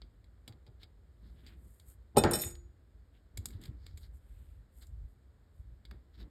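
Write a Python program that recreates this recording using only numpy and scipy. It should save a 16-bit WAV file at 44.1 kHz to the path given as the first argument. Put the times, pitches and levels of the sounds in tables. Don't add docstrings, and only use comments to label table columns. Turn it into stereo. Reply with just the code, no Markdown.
import sys
import numpy as np
from scipy import signal
from scipy.fft import rfft, irfft, next_fast_len
from scipy.io import wavfile
from scipy.ndimage import uniform_filter1d

SR = 44100
rng = np.random.default_rng(int(sys.argv[2]) if len(sys.argv) > 2 else 0)


def output_pcm(signal):
    pcm = np.clip(np.atleast_2d(signal).T, -1, 1) * 32767
    wavfile.write(sys.argv[1], SR, np.round(pcm).astype(np.int16))


N = 277830
TIME = np.arange(N) / SR
AGE = np.arange(int(.7 * SR)) / SR


def from_db(db):
    return 10 ** (np.asarray(db) / 20)


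def rms_one(x):
    return x / np.sqrt(np.mean(x ** 2) + 1e-20)


def at_hz(points, hz):
    f, value = np.transpose(points)
    return np.interp(np.log(hz + 1), np.log(f), value)


def add(track, s, sound):
    start = max(round(s * SR), 0)
    track[:, start:start + sound.shape[-1]] += sound[..., :N - start]


def dying(t60, rise=0.0004):
    return from_db(-60 * AGE / t60) * (1 - np.exp(-AGE / rise))


# freq_hz, level_db
PORT_SPREAD = [(60, -34.5), (250, -9), (600, -1.5), (1200, -2.5), (2500, -10.5), (4500, -14), (6000, -23.5),
               (8500, -8.5), (10200, -27), (14000, -13)]


def noise(spectrum, size):
    fft_size = next_fast_len(size)
    hz = np.fft.rfftfreq(fft_size, 1 / SR)
    shared, own = rfft(rng.standard_normal((2, fft_size)))
    opposite = np.array([[1], [-1]])
    pair = shared + own * from_db(at_hz(PORT_SPREAD, hz)) * opposite
    coloured = irfft(pair * from_db(at_hz(spectrum, hz)), fft_size)
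    return rms_one(coloured[:, :size])


def hump(centre_hz, fall_db):
    return [(centre_hz * 2. ** k, -fall_db * abs(k) ** 1.4) for k in np.linspace(-4, 2, 13)]


def softened(x, hz):
    return signal.sosfilt(signal.butter(2, min(hz, SR / 3), fs=SR, output="sos"), x)


def ring(drive, hz, t60):
    radius = from_db(-60 / (t60 * SR))
    angle = 2 * np.pi * hz / SR
    return signal.lfilter([0, np.sin(angle)], [1, -2 * radius * np.cos(angle), radius ** 2], drive + 1e-18)


def grain(size, rough_db, count=30):
    wander = rms_one(uniform_filter1d(rng.standard_normal(size), count))
    return rms_one(from_db(rough_db * wander))


# freq_hz, level_db
AIR = [(100, 3), (500, 1.5), (900, -6.5), (1700, -6.5), (2400, -12), (4000, -12), (8000, -17),
       (13000, -20.5), (15000, -24), (16500, -44.5)]
AIR_DB = -72.5


def air():
    return from_db(AIR_DB) * noise(AIR, N)


# start_s, length_s, bench_rumble_db, soft_rustle_db (before trims)
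MOVES = [(0, 0.039, -50.5, -64), (0.46, .08, -57, -64.5), (1.19, .47, -57, -66.5), (1.801, .25, -58.5, -94),
         (2.48, 0.17, -52, -74), (3.324, 0.42, -50, -58.5), (3.766, 0.4, -49, -75), (4.252, .33, -51, -100),
         (4.866, .19, -44, -88), (5.581, 0.16, -47.5, -78.5), (5.88, 0.06, -43, -61.5),
         (6.159, 0.088, -52, -55.5)]
MOVE_ATTACK_S, MOVE_RELEASE_S = 0.052, .06
RESTING_RUMBLE_DB, RESTING_RUSTLE_DB = -58, -75.5
# freq_hz, level_db
RUMBLE = [(20, -26.5), (35, -9), (58, 5.5), (80, -3), (115, -11.5), (170, -26), (300, -62.5)]
# freq_hz, level_db
RUSTLE = [(80, -13.5), (160, 3.5), (340, -2.5), (550, -18.5), (900, -23), (2000, -25.5), (5000, -46.5)]
# start_s, level_db (before trim), pitch_hz
BUMPS = [(0.496, -42, 108), (0.683, -45.5, 116), (2.183, -22, 61.2), (2.244, -20.5, 90.04),
         (2.457, -31, 88.9), (2.536, -41.5, 65), (3.384, -29, 89.87), (3.550, -31, 88.05),
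         (3.684, -35, 118.7), (3.938, -37, 81.4), (5.596, -35, 63.3), (5.925, -35, 58.3)]


def hands(bump_t60=.085, bump_rise=0.0067, bump_trim_db=3, rumble_trim_db=-2, rustle_trim_db=-1):
    rumble, rustle = from_db(RESTING_RUMBLE_DB), from_db(RESTING_RUSTLE_DB)
    for s, length, move_rumble_db, move_rustle_db in MOVES:
        swell = np.clip((TIME - s) / MOVE_ATTACK_S, 0, 1)
        fade = np.clip(1 - (TIME - s - length) / MOVE_RELEASE_S, 0, 1)
        effort = swell * fade
        rumble = np.hypot(rumble, from_db(move_rumble_db) * effort)
        rustle = np.hypot(rustle, from_db(move_rustle_db) * effort)
    out = from_db(rumble_trim_db) * rumble * noise(RUMBLE, N)
    out += from_db(rustle_trim_db) * rustle * noise(RUSTLE, N)
    for s, db, hz in BUMPS:
        bump = -np.sin(2 * np.pi * hz * AGE) * dying(bump_t60, bump_rise)
        add(out, s, from_db(db + bump_trim_db) * bump)
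    return out


# start_s, board_db, bright_snap_db (before trim), t60_s
TICKS = [(0.0184, -41.5, -78, 0.013), (0.242, -59.5, -64, 0.021), (0.477, -42.5, -43, 0.049),
         (0.524, -52.5, -67, 0.029), (0.665, -57, -69, 0.069), (0.8319, -41.5, -55, 0.031),
         (1.465, -50, -56.5, .1), (1.7982, -48.5, -46.5, 0.018), (3.373, -37, -30, 0.027),
         (3.4562, -44.5, -26, 0.032), (3.486, -55, -37.5, 0.012), (3.505, -54, -48, .025),
         (3.6145, -59, -51, 0.063), (3.637, -45, -45, 0.016), (3.6550, -45, -43.5, 0.025),
         (3.8649, -40, -44, 0.014), (3.9729, -49.5, -46, 0.049), (4.8230, -51, -41.5, 0.016),
         (4.8687, -69, -43, 0.0096), (5.852, -44, -55, 0.026), (5.9105, -43, -72, 0.012)]
# freq_hz, level_db
BOARD = [(300, 0.5), (1050, -26), (1500, -11), (1900, -11.5), (2190, -1), (2700, -8.5), (3350, 2),
         (3950, 3.5), (4300, -1), (4800, 6), (5800, -22), (9000, -68), (16000, -13)]
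# pitch_hz, t60_s
BOARD_MODES = [(2190, 0.075), (3350, 0.064), (3960, 0.032), (4560, 0.0623)]
# freq_hz, level_db
SNAP = [(1500, -32), (4000, -4.5), (6000, -2.5), (7400, 6.5), (9000, -1), (11000, -1.5), (13000, -1),
        (15500, -8), (17000, 4)]


def ticks(rough_db=4.5, ring_db=-20, tail_db=-22, tail_t60=0.19, trim_db=-1):
    out = np.zeros((2, N))
    for s, board_db, snap_db, t60 in TICKS:
        sound = from_db(board_db) * noise(BOARD, len(AGE)) + from_db(snap_db) * noise(SNAP, len(AGE))
        gritty = dying(t60) * grain(len(AGE), rough_db)
        tail = from_db(tail_db) * dying(tail_t60)
        add(out, s, sound * (gritty + tail))
        for hz, mode_t60 in BOARD_MODES:
            strength = from_db(board_db + ring_db + 2 * rng.standard_normal())
            add(out, s, strength * np.sin(2 * np.pi * hz * AGE) * dying(mode_t60))
    return from_db(trim_db) * out


# start_s, thud_db, lasting_ring_db, contact_hardness_hz (treble cutoff)
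KNOCKS = [(0.479, -57, -60, 1270), (0.668, -66, -64.5, 870), (0.833, -74, -68, 1300),
          (2.147, -46.5, -50, 405.9), (2.1590, -34.5, -44, 606), (2.1680, -21.5, -25.5, 960),
          (2.1725, -10, -28.5, 864), (2.18, -28, -34.5, 680), (2.238, -26, -23.5, 2394),
          (2.2600, -28.5, -33, 1400), (2.3150, -36.5, -37, 1700), (2.3340, -38.5, -36, 1900),
          (2.436, -54, -49.5, 2190), (5.912, -69, -63.5, 2990)]
# pitch_hz, level_db, t60_s
BENCH = [(58.24, -15, 0.36), (96.4, -9.5, 0.1), (141, -15.5, 0.56), (225, -4, 0.051), (330.8, -8.5, .35),
         (348, -12, 0.7), (395, -6, 0.085), (477.8, -12, .4), (530, -9.5, 0.054), (592, -1, 0.038),
         (622.4, -12, 0.29), (710.7, -7, 0.021), (745, -11, 0.2), (805, 7, 0.022), (873, -11.5, .3),
         (976, -6.5, 0.044), (1029, -18, 0.33), (1208, -15.5, 0.24), (1298, -13.5, 0.082), (1346, -7, 0.11),
         (1646, -15.5, 0.16), (1650, -13, 0.31), (1834, -11.5, 0.32)]
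# freq_hz, level_db
BENCH_WASH = [(30, -24), (55, 1.5), (100, 1), (140, -1.5), (220, 2), (280, -6), (380, 1), (530, -8),
              (820, -6.5), (1000, -17), (1400, -8.5), (1850, -14.5), (2600, -16.5), (5000, -21),
              (9000, -29)]


def bench(thud_t60=.1, ring_db=0, wash_db=1, wash_t60=0.35, wash_rise=0.00067, build_cycles=0.68):
    out = np.zeros((2, N))
    thud, lasting = np.zeros((2, len(AGE)))
    for k, (hz, db, t60) in enumerate(BENCH):
        sign = (-1) ** k
        mode = sign * from_db(db) * np.sin(2 * np.pi * hz * AGE) * dying(t60, build_cycles / hz)
        if t60 < thud_t60:
            thud = thud + mode
        else:
            lasting = lasting + mode
    for s, thud_db, lasting_db, hard_hz in KNOCKS:
        wash = from_db(wash_db) * noise(BENCH_WASH, len(AGE)) * dying(wash_t60, wash_rise)
        lingering = wash + from_db(ring_db) * lasting
        blow = from_db(thud_db) * thud + from_db(lasting_db) * lingering
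        add(out, s, softened(blow, hard_hz))
    return out


# middle_s, spread_s (Gaussian), level_db, centre_hz
SCRAPES = [(0.821, 0.012, -60.5, 3730), (1.278, 0.033, -70.5, 4180), (1.392, 0.027, -70, 3270),
           (1.493, 0.038, -62.5, 2600), (3.162, 0.019, -69.5, 2830), (3.51, 0.052, -66.5, 3830),
           (3.649, .025, -60, 3300), (3.869, 0.052, -68.5, 4700), (4.042, .02, -62.5, 4250),
           (4.404, .13, -76.5, 2624), (4.83, 0.011, -59, 4200), (5.914, 0.0017, -50, 1650),
           (6.153, 0.012, -66.5, 4190), (6.209, 0.019, -58.5, 3900)]
SCRAPE_BODY_HZ, SCRAPE_BODY_DB = 1700, -3.5
# middle_s, spread_s (Gaussian), level_db
SWISHES = [(1.378, 0.14, -79.5), (1.725, 0.09, -67), (1.901, .026, -57.5), (3.498, 0.041, -68),
           (3.649, .022, -63.5), (4.017, .032, -66), (4.16, 0.019, -69), (4.39, 0.13, -73),
           (4.805, 0.042, -63.5), (5.108, .028, -77.5), (5.58, .04, -78.5)]
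SWISH_HZ = 10100


def rubs(fall_db=19, skirt_db=-17, rough_db=4.0, board_colour=0.099,
         swish_fall_db=17, swish_skirt_db=-18, swish_rough_db=3.0):
    out = np.zeros((2, N))
    middle = AGE[-1] / 2
    hz = np.geomspace(200, SR / 2, 90)

    def stroke(spread, colour_db, grain_db):
        swell = np.exp(-((AGE - middle) / spread) ** 2 / 2) * signal.windows.tukey(len(AGE))
        hiss = noise(np.column_stack([hz, colour_db]), len(AGE))
        return swell * hiss * grain(len(AGE), grain_db)

    body = np.maximum(SCRAPE_BODY_DB + at_hz(hump(SCRAPE_BODY_HZ, fall_db), hz), skirt_db)
    for s, spread, db, centre_hz in SCRAPES:
        colour = np.maximum(at_hz(hump(centre_hz, fall_db), hz), body)
        colour = colour + board_colour * at_hz(BOARD, hz)
        add(out, s - middle, from_db(db) * stroke(spread, colour, rough_db))
    skin = np.maximum(at_hz(hump(SWISH_HZ, swish_fall_db), hz), swish_skirt_db)
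    for s, spread, db in SWISHES:
        add(out, s - middle, from_db(db) * stroke(spread, skin, swish_rough_db))
    return out


# start_s, ring_db (before trim), favoured_mode_hz, crack_db, crack_centre_hz
LANDINGS = [(2.1639, -54.5, 2540, -30.5, 1860), (2.1692, -28.5, 9310, -17, 4640),
            (2.1812, -23, 8440, -20.5, 7640), (2.2372, -46, 6845, -15, 3605),
            (2.2470, -50, 4015, -26.5, 3700), (2.3107, -40, 9310, -20, 9910),
            (2.3339, -26.5, 5437, -18.5, 10050), (2.3479, -34.5, 8440, -37.5, 8130),
            (2.355, -34, 4015, -24, 8000), (2.386, -45.5, 8420, -43.5, 10300),
            (2.395, -44.5, 5437, -39, 9000), (2.4089, -43, 12920, -31, 12440),
            (2.417, -34, 12920, -35, 8330), (2.4360, -54, 2546, -31, 2970), (2.4526, -50, 8165, -53, 8370),
            (2.5530, -82, 2546, -42.5, 3734)]
FAVOUR_OCTAVES = .06
FOLLOW_S, FOLLOW_RING_DB, FOLLOW_CRACK_DB = .0033, -10.5, -8.5
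FOLLOW_MODE_HZ, FOLLOW_OCTAVES = 3119, .55


def contacts():
    for s, ring_db, favoured_hz, crack_db, crack_hz in LANDINGS:
        yield s, ring_db, favoured_hz, FAVOUR_OCTAVES, crack_db, crack_hz
        yield (s + FOLLOW_S, ring_db + FOLLOW_RING_DB, FOLLOW_MODE_HZ, FOLLOW_OCTAVES,
               crack_db + FOLLOW_CRACK_DB, crack_hz)


# pitch_hz, level_db, t60_s
STEEL = [(2535, -10, 0.15), (3024, -22.5, 0.13), (3615, -14.5, 0.16), (4028, -12.5, .11),
         (4560, -16.5, 0.022), (4940, -14, 0.061), (5430, -3.5, 0.085), (6870, -13.5, 0.33),
         (7020, -16, 0.057), (8165, -11, 0.073), (8450, -5.5, .1), (9070, -8.5, 0.076), (9310, 0, .055),
         (11060, -5, 0.082), (11260, -8, .06), (12100, -16.5, 0.08), (13100, -4, 0.085),
         (14100, -7.5, .045)]


def tweezers(favour_db=12, scatter_db=4.5, crack_t60=0.013, crack_fall_db=9.0, arms_apart=0.0023,
             second_arm_db=-10, touch_lift_db=0.5, ring_trim_db=-2):
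    out = np.zeros((2, N))
    hz, mode_db, t60 = np.transpose(STEEL)
    first_arm = np.sin(2 * np.pi * np.outer(hz, AGE))
    second_arm = np.sin(2 * np.pi * np.outer(hz * (1 - arms_apart), AGE))
    arms = first_arm + from_db(second_arm_db) * second_arm
    modes = arms * np.array([dying(t) for t in t60])
    touches = np.array(list(contacts()))
    count = np.searchsorted(np.sort(touches[:, 0]), TIME).astype(float)
    touches_so_far = uniform_filter1d(count, size=130)
    for s, ring_db, favoured_hz, reach, crack_db, crack_hz in touches:
        favoured = np.exp(-(np.log2(hz / favoured_hz) / reach) ** 2)
        scatter = scatter_db * rng.standard_normal(len(hz))
        ringing = from_db(ring_trim_db + ring_db + mode_db + favour_db * favoured + scatter) @ modes
        later = np.interp(s + AGE, TIME, touches_so_far) - np.interp(s, TIME, touches_so_far)
        add(out, s, ringing * from_db(touch_lift_db * np.maximum(later - .5, 0)))
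        crack = noise(hump(crack_hz, crack_fall_db), len(AGE)) * dying(crack_t60)
        add(out, s, from_db(crack_db) * crack)
    return out


RATTLE_START_S, RATTLE_HOLD_S, RATTLE_DB = 2.314, 0.17, -38.5
RATTLE_SAG_DB_PER_S, RATTLE_RELEASE_DB_PER_S = 21.5, 309
FIRST_TOUCHES_PER_S, MOST_TOUCHES_PER_S, TOUCHES_DOUBLE_S = 200, 360, 0.095
# freq_hz, level_db
RATTLE_COLOUR = [(1200, -10), (2500, 2.5), (4500, -27), (5400, -10), (6100, -3.5), (7000, 5), (8300, 17),
                 (10000, -7), (11000, 4), (12000, -1.5), (13000, 3.5), (15000, -7), (16500, -27.5)]


def rattle(steel_trim_db=-0.5, buzz_trim_db=-4, rough_db=3.0, held=0.21, light_hz=6000):
    age = np.maximum(TIME - RATTLE_START_S, 0)
    released = np.maximum(age - RATTLE_HOLD_S, 0)
    level_db = RATTLE_DB - RATTLE_SAG_DB_PER_S * age - RATTLE_RELEASE_DB_PER_S * released
    per_s = np.minimum(FIRST_TOUCHES_PER_S * 2 ** (age / TOUCHES_DOUBLE_S), MOST_TOUCHES_PER_S)
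    touches = (rng.random(N) < per_s / SR) / np.sqrt(per_s)
    steel = np.zeros(N)
    for hz, db, t60 in STEEL:
        lightness = min(hz / light_hz, 1) ** 2
        drive = touches * rng.standard_normal(N)
        steel += from_db(db) * lightness * ring(drive, hz, t60 * held)
    buzz = noise(RATTLE_COLOUR, N) * grain(N, rough_db, count=90)
    mix = from_db(steel_trim_db) * rms_one(steel) + from_db(buzz_trim_db) * buzz
    return (age > 0) * from_db(level_db) * mix


def room(x, wet_db=-19, t60=.27, wall_hz=7000, build=0.0053):
    tail = softened(noise(hump(wall_hz, 0), len(AGE)), wall_hz) * dying(t60, build)
    tail = tail / np.sqrt(np.sum(tail ** 2) / 2)
    return x + from_db(wet_db) * signal.fftconvolve(x, tail, axes=1)[:, :N]


def scene():
    handwork = hands() + ticks() + rubs()
    return air() + handwork + room(bench() + tweezers() + rattle())


# freq_hz, lead_rad
PORT_PHASE = [(0, 0), (300, -.1), (900, -.6), (1800, -.2), (2600, 2.2), (3700, .9), (5000, 1.5),
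              (6000, 3.2), (7600, 6.1), (8300, 6.4), (10150, 9.45), (12000, 12.4), (12800, 12.8),
              (14600, 15.7), (16500, 16.8)]
# freq_hz, difference_db
PORT_BALANCE = [(100, 0), (220, 0.5), (380, -1.5), (700, 1.5), (1300, 2.5), (2400, 1), (4400, -0.5),
                (15000, 0)]
# freq_hz, level_db
MICROPHONE = [(18, -26.5), (30, -9), (42, 1.5), (60, 1.5), (130, 2), (13500, -4), (15200, -5),
              (16200, -10.5)]
CUTOFF_HZ = 16300


def record(dry):
    size = next_fast_len(N + len(AGE))
    hz = np.fft.rfftfreq(size, 1 / SR)
    side = np.array([[.5], [-.5]])
    phase = np.exp(1j * side * np.interp(hz, *np.transpose(PORT_PHASE)))
    level = from_db(side * at_hz(PORT_BALANCE, hz) + at_hz(MICROPHONE, hz))
    heard = irfft(rfft(dry, size) * phase * level, size)[:, :N]
    return signal.sosfilt(signal.ellip(10, .2, 80, CUTOFF_HZ, fs=SR, output="sos"), heard)


dry = scene()
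out = record(dry)
output_pcm(out)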